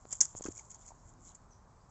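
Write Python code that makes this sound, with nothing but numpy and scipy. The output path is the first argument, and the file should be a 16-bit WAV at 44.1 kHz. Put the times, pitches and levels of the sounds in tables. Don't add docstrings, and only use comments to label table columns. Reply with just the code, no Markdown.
import sys
import numpy as np
from scipy import signal
from scipy.fft import rfft, irfft
from scipy.io import wavfile

SR = 44100
rng = np.random.default_rng(int(sys.argv[2]) if len(sys.argv) > 2 else 0)


def inscribe(sig):
    pcm = np.round(np.clip(np.atleast_2d(sig).T, -1, 1) * 32767)
    wavfile.write(sys.argv[1], SR, pcm.astype(np.int16))


def how_loud(loudness_db):
    steps = np.asarray(loudness_db, float) / 20
    return 10 ** steps


N = 83790


def at_hz(points, hz):
    points_hz, points_db = np.transpose(points)
    return np.interp(np.log(hz), np.log(points_hz), points_db)


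def rms_one(x):
    return x / np.sqrt(np.mean(x ** 2) + 1e-20)


def drift(rate_hz):
    r = np.exp(-80 * np.pi * rate_hz / SR)
    slow = signal.lfilter([1], [1, -2 * r, r * r], rng.standard_normal(N // 40 + 2002))[2000:]
    return np.interp(np.arange(N) / 40, np.arange(len(slow)), rms_one(slow))


def ring(x, hz, t60_s):
    r, w = how_loud(-60 / (t60_s * SR)), 2 * np.pi * hz / SR
    return signal.lfilter([0, np.sin(w)], [1, -2 * r * np.cos(w), r * r], x + 1e-18)


def banded_noise(spectrum, patchy_db, rate_hz):
    hz = np.maximum(np.arange(N // 2 + 1) * SR / N, 1)
    shaped = rfft(rng.standard_normal(N)) * how_loud(at_hz(spectrum, hz))
    out, together = 0, drift(1.6)
    for centre in 20 * 2 ** np.arange(0, 9.1, .5):
        window = np.cos(np.pi * np.clip(np.log2(hz / centre), -.5, .5)) ** 2
        flicker = how_loud(patchy_db * (0.44 * together + drift(rate_hz)))
        out = out + irfft(shaped * window, N) * flicker
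    return rms_one(out)


# hz, level_db (per Hz)
HUM_COLOUR, HUM_DB = [(15, -50), (25, -2.5), (124, -6), (294, -21.5), (450, -21.5), (1050, -16.5),
                      (2500, -42), (3250, -76), (5500, -120)], -60.5
# hz, level_db (per Hz)
AIR_COLOUR, AIR_DB = [(1350, -45.5), (2300, -12.5), (3550, -12), (4600, -8.5), (7410, -1), (8300, -10.5),
                      (10800, -59.5), (18300, -120)], -77


def background():
    air = how_loud(AIR_DB) * banded_noise(AIR_COLOUR, patchy_db=.7, rate_hz=14.0)
    hum = how_loud(HUM_DB) * banded_noise(HUM_COLOUR, patchy_db=-0.3, rate_hz=1.0)
    return hum + air


# hz, level_db
BODY_MODES = [(1000, -14), (1500, -3), (2250, -1), (3500, -2.5), (4700, -11)]
BODY_LOW_HZ, BODY_HIGH_HZ = 595, 5000
CRACK_CYCLES = 10.5
PORT_HZ, PORT_T60_S, PORT_DB = 7570, 0.0028, -9


def crack_sound(clicks, colour):
    dealt, bright = rng.integers(0, 12, N), 0
    for k, hz in enumerate(np.geomspace(4700, 8000, 12)):
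        onset = ring(clicks * (dealt == k), hz, CRACK_CYCLES * 2 / hz)
        bright = bright + how_loud(at_hz(colour, hz)) * ring(onset, hz, CRACK_CYCLES / hz)
    bright = bright + how_loud(PORT_DB) * ring(bright, PORT_HZ, PORT_T60_S)
    body_band = signal.butter(1, [BODY_LOW_HZ, BODY_HIGH_HZ], "band", fs=SR, output="sos")
    body = how_loud(4.0) * signal.sosfilt(body_band, clicks)
    for hz, db in BODY_MODES:
        patchy = how_loud(db + 6.3 * drift(20.0))
        body = body + patchy * ring(clicks, hz * (1 + 0.076 * rng.standard_normal()), 0.0043)
    return bright, body


CRACKS_PER_S, CRACK_SPREAD_DB, HISS_DB = 1700, 2.5, -2


def crackle(moves, colour, body_db):
    t, power = np.arange(N) / SR, 0
    for peak_s, rise_s, fall_s, db in moves:
        away = np.where(t < peak_s, (peak_s - t) / rise_s, (t - peak_s) / fall_s)
        power = power + how_loud(2 * db) * np.exp(-2 * away)
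    sizes = how_loud(CRACK_SPREAD_DB * np.minimum(rng.exponential(1, N), 4)) * rng.choice([-1, 1], N)
    cracks = rms_one(sizes * (rng.random(N) < CRACKS_PER_S / SR))
    clicks = cracks + how_loud(HISS_DB) * rng.standard_normal(N)
    bright, body = crack_sound(clicks, colour)
    return np.sqrt(power) * (rms_one(bright) + how_loud(body_db) * rms_one(body))


# peak_s, rise_s, fall_s, level_db
RUSTLES = [(.02, 0.051, 0.087, -70.5), (.07, 0.0056, 0.012, -63.5), (0.092, 0.0076, 0.004, -61),
           (0.13, 0.0097, 0.0082, -37), (0.153, 0.006, 0.028, -50.5), (0.233, 0.0048, 0.0062, -56),
           (0.291, 0.086, 0.078, -56), (0.374, .012, 0.011, -46), (.388, .004, 0.0031, -53),
           (0.518, 0.011, 0.0095, -51.5), (0.566, 0.036, 0.019, -55), (.65, .02, 0.032, -61),
           (.705, 0.0058, 0.0077, -51.5), (.815, 0.032, 0.029, -60), (.865, 0.015, 0.005, -57.5),
           (.95, 0.43, 0.19, -74.5), (1.09, .04, 0.026, -64.5), (1.274, 0.031, 0.034, -54),
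           (1.317, .004, 0.0038, -61), (1.352, 0.004, 0.01, -54), (1.9, 0.0063, 0.0085, -69)]
# hz, level_db
LEAF_COLOUR = [(2650, -55), (4500, -21.5), (4970, -29.5), (7150, 4.5), (7830, -12.5), (8300, -28.5),
               (10800, -55), (18300, -120)]


def leaf_rustles():
    return crackle(RUSTLES, LEAF_COLOUR, body_db=-20.5)


# start_s, peak_db, pitch_hz, swell_cycles
THUMPS = [(0.0536, -35, 513, 0.11), (0.131, -36, 746, 0.12), (0.2113, -41.5, 934, 1.3),
          (0.2092, -46.5, 561, 0.99), (.209, -57.5, 304, 2.1), (0.2555, -45, 1298, 0.39),
          (.346, -48.5, 100, 0.75), (0.3507, -32, 520, 0.12), (0.3975, -44, 507, 0.12),
          (.4085, -33, 440, 0.19), (.441, -54, 1100, 3.5), (.4543, -31.5, 324, 0.4),
          (0.4641, -36, 330, 0.2), (0.4848, -28.5, 312, 0.5), (.4822, -43, 250, .3), (0.485, -44, 86, 0.7),
          (.5057, -46, 350, 0.2), (.606, -55, 880, 3), (.7535, -55, 900, 1.6), (0.906, -46.5, 760, 0.72),
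          (0.906, -50, 930, 1.9), (0.9165, -49.5, 870, 1.8), (.919, -47, 780, 0.46),
          (1.055, -46, 92.6, 0.42)]
THUMP_CUT_HZ, THUMP_TICK_DB = 1700, -19
BRIGHT_EDGE_HZ, TICK_RING_HZ = 4500, 6900


def brighten(x):
    return signal.sosfilt(signal.butter(7, BRIGHT_EDGE_HZ, "high", fs=SR, output="sos"), x)


def thumps():
    dull, ticks, t = np.zeros(N + SR), np.zeros(N + SR), np.arange(4000) / SR
    for start_s, db, hz, cycles in THUMPS:
        at = int(start_s * SR)
        swell = t * hz / cycles
        dull[at:at + 4000] -= how_loud(db) * np.sin(2 * np.pi * hz * t) * swell * np.exp(1 - swell)
        burst = rng.standard_normal(4000) * np.exp(-((t - .0006) / 0.0002) ** 2)
        ticks[at:at + 4000] += how_loud(db) * (hz > 200) * burst
    dull = signal.sosfilt(signal.butter(2, THUMP_CUT_HZ, fs=SR, output="sos"), dull)
    tick_sound = brighten(ticks) + how_loud(-9) * ticks + how_loud(-2.5) * ring(ticks, TICK_RING_HZ, 0.004)
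    return (dull + how_loud(THUMP_TICK_DB) * tick_sound)[:N]


# start_s, peak_db, pitch_hz
FAINT_SNAPS = [
    (.0873, -51, 7400),
    (.0915, -47, 7200),
    (.1712, -44, 6900),
    (.1868, -46, 7000),
    (.9058, -53, 7000),
    (1.138, -54, 7000),
    (1.208, -54.5, 7300),
    (1.418, -61, 7200),
]
# start_s, peak_db, pitch_hz
TEAR = [(0.1097, -39, 7160), (0.1165, -41, 6820), (0.1188, -39, 6940), (0.1206, -41, 6970),
        (0.124, -40, 6720), (0.1253, -35, 7180), (0.1268, -26, 7300), (0.1281, -23, 7380),
        (0.1307, -27, 6950), (0.1324, -30, 6720), (0.1349, -33, 7230), (0.137, -38, 7180),
        (0.1409, -40, 6990), (0.1465, -41, 6950), (0.1534, -34, 7230), (0.1565, -42, 6870),
        (0.1625, -42, 7000), (0.2047, -43, 6900), (0.2067, -10, 6790), (0.2091, -17, 6800),
        (0.2105, -7, 6560), (0.2123, -11, 6830), (0.2135, -5, 6580), (0.2156, -21, 6400),
        (0.217, -22, 6450), (0.2183, -18, 6390), (0.2215, -22, 6650), (0.2235, -26, 6550),
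        (0.2252, -40, 6570), (0.2274, -28, 7140), (0.2303, -31, 7220), (0.232, -35, 7090),
        (0.2343, -28, 7100), (0.2371, -30, 7040), (0.2389, -35, 7200), (0.2409, -39, 6860),
        (0.2426, -43, 6640), (0.244, -39, 6900), (0.2479, -34, 6900), (0.2496, -36, 7420),
        (0.2508, -36, 7030), (0.2528, -40, 7020), (0.2538, -23, 7180), (0.2557, -31, 7010),
        (0.2587, -36, 6870), (0.26, -41, 7060)]
# start_s, peak_db, pitch_hz
SNAPS = [(0.3623, -43, 7090), (0.3651, -44, 6570), (0.3663, -41, 7030), (0.3688, -44, 7070),
         (0.3707, -37, 6940), (0.374, -39, 7080), (0.3762, -37, 6910), (0.3796, -44, 7060),
         (0.3809, -40, 7100), (0.3832, -44, 6950), (0.3875, -37, 7290), (0.4213, -37, 7110),
         (0.4224, -42, 7040), (0.4236, -40, 6700), (0.425, -44, 6650), (0.4271, -40, 6360),
         (0.4385, -45, 6710), (0.4396, -35, 6620), (0.4419, -38, 6670), (0.4433, -43, 7140),
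         (0.4533, -32, 7030), (0.4594, -43, 6750), (0.461, -38, 6880), (0.4624, -42, 6990),
         (0.4647, -43, 7070), (0.4672, -42, 6960), (0.4841, -44, 6820), (0.4872, -44, 6000),
         (0.5239, -44, 6800), (0.5518, -42, 7070), (0.5589, -43, 6920), (0.5611, -43, 7160),
         (0.5628, -43, 7280), (0.5697, -42, 7010), (0.5721, -41, 6990), (0.5785, -40, 6520),
         (0.5956, -42, 6870), (0.5978, -45, 7270), (0.7032, -46, 7120), (0.7062, -45, 6950),
         (0.7073, -47, 6820), (0.7128, -45, 6990), (0.715, -45, 6910), (0.719, -45, 6990),
         (0.7453, -40, 6630), (0.7473, -47, 7020), (0.8777, -45, 6530), (0.8824, -45, 6740),
         (0.8873, -43, 6680), (1.2922, -46, 7020), (1.3483, -46, 7490), (1.3499, -46, 7220)]
# hz, level_db
SNAP_MODES = [(7500, -16), (6050, -11), (5600, -12)]
# hz, level_db
SNAP_KNOCKS = [(1950, -34), (3700, -50)]
SNAP_SWELL_S, SNAP_LEAD_S = .00062, -.0001
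SOFT_BELOW_DB = -25


def snaps():
    out, t = np.zeros(N), np.arange(300) / SR
    for start_s, db, pitch_hz in TEAR + SNAPS + FAINT_SNAPS:
        soft = np.clip((SOFT_BELOW_DB - db) / 12, 0, 1)
        rise_s = SNAP_SWELL_S * (1 + .25 * soft)
        swell = (t / rise_s * np.exp(1 - t / rise_s)) ** 4
        luck = rng.normal(0, 1, (6, 2))
        snap = np.sin(2 * np.pi * pitch_hz * t + 3 * luck[5, 0])
        for (hz, mode_db), (a, b) in zip(SNAP_MODES + SNAP_KNOCKS, luck):
            mode = np.sin(2 * np.pi * hz * (1 + .02 * b) * t + 3 * b)
            snap = snap + how_loud(mode_db - 7 * soft + 2.5 * a) * mode
        snap = swell * snap
        at = int((start_s - SNAP_LEAD_S - rise_s) * SR)
        out[at:at + 300] += how_loud(db) * snap / np.abs(snap).max()
    return out


# peak_s, rise_s, fall_s, level_db
CRUNCHES = [(.1055, 0.00053, 0.027, -50), (.423, 0.004, 0.005, -48), (.441, 0.0018, 0.0063, -41),
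            (.461, 0.0037, 0.013, -44), (.4835, 0.001, 0.0074, -51), (.519, 0.0012, 0.0023, -48),
            (.578, 0.0022, 0.0036, -42.5), (.596, 0.014, 0.018, -51), (.718, 0.0075, 0.014, -52.5),
            (.746, 0.0043, 0.012, -52.5), (.885, 0.014, 0.014, -51), (1.29, 0.01, 0.0091, -66),
            (1.35, 0.0087, .01, -67.5)]
# hz, level_db
STALK_COLOUR = [(2650, -58), (4500, -21.5), (5680, -10.5), (6830, 7), (7850, -8), (8300, -26), (10800, -57),
                (18300, -120)]


def stalk_crunches():
    return crackle(CRUNCHES, STALK_COLOUR, body_db=-13)


# peak_s, rise_s, fall_s, level_db
SHREDS = [
    (.2075, .0004, 0.022, -30),
    (.2535, 0.00061, .003, -46),
]


def flying_shreds():
    return crackle(SHREDS, STALK_COLOUR, body_db=-16)


# peak_s, half_length_s, pitch_hz, level_db
MURMURS = [
    (1.184, 0.26, 255, -68),
    (1.14, 0.27, 343, -73.5),
    (0.53, 0.13, 350, -78),
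    (1.43, 0.12, 418, -81.5),
]


def murmur():
    out, t = 0, np.arange(N) / SR
    for peak_s, half_s, hz, db in MURMURS:
        breath = rms_one(ring(rng.standard_normal(N), hz, 0.12))
        out = out + how_loud(db) * np.exp(-((t - peak_s) / half_s) ** 2) * breath
    return out


# start_s, length_s, pitch_hz, level_db
CHIRPS = [(.59, .014, 2250, -61), (.818, .022, 3620, -75), (1.283, .014, 4050, -70),
          (1.302, .012, 4000, -70), (1.502, .03, 6250, -70), (1.513, .07, 5900, -69),
          (1.53, .03, 5400, -81), (1.54, .12, 6150, -78), (1.805, .045, 4750, -80), (1.84, .04, 5180, -81),
          (.93, .1, 6750, -76), (.97, .1, 5650, -80), (.81, .05, 5150, -77), (.566, .01, 2300, -68)]
CHIRP_SAG_HZ_PER_S, CHIRP_WIDTH_HZ = 1500, 160


def birds():
    out, t = np.zeros(N), np.arange(N) / SR
    for start_s, length_s, hz, db in CHIRPS:
        pole = np.exp(-np.pi * CHIRP_WIDTH_HZ / SR)
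        blur = signal.lfilter([1], [1, -pole], rng.standard_normal((2, N)))
        since = t - start_s
        phase = 2 * np.pi * (hz * since - .5 * CHIRP_SAG_HZ_PER_S * since ** 2)
        shape = np.sin(np.pi * np.clip(since / length_s, 0, 1) ** .5)
        out += how_loud(db) * shape * rms_one(blur[0] * np.sin(phase) + blur[1] * np.cos(phase))
    return out


def scene():
    plant = leaf_rustles() + thumps() + snaps() + stalk_crunches() + flying_shreds()
    return (plant + murmur() + birds() + background())[None]


def roll_off(x):
    return signal.sosfilt(signal.butter(12, 8660, fs=SR, output="sos"), x)


CUTOFF_HZ, LEAK_DB, DITHER_DB = 9425, -78.5, -99


def record(dry):
    cut = signal.sosfilt(signal.cheby2(14, 75, CUTOFF_HZ, fs=SR, output="sos"), dry)
    dither = how_loud(DITHER_DB) * rng.standard_normal(dry.shape)
    return roll_off(cut + how_loud(LEAK_DB) * dry + dither)


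dry = scene()
out = record(dry)
inscribe(out)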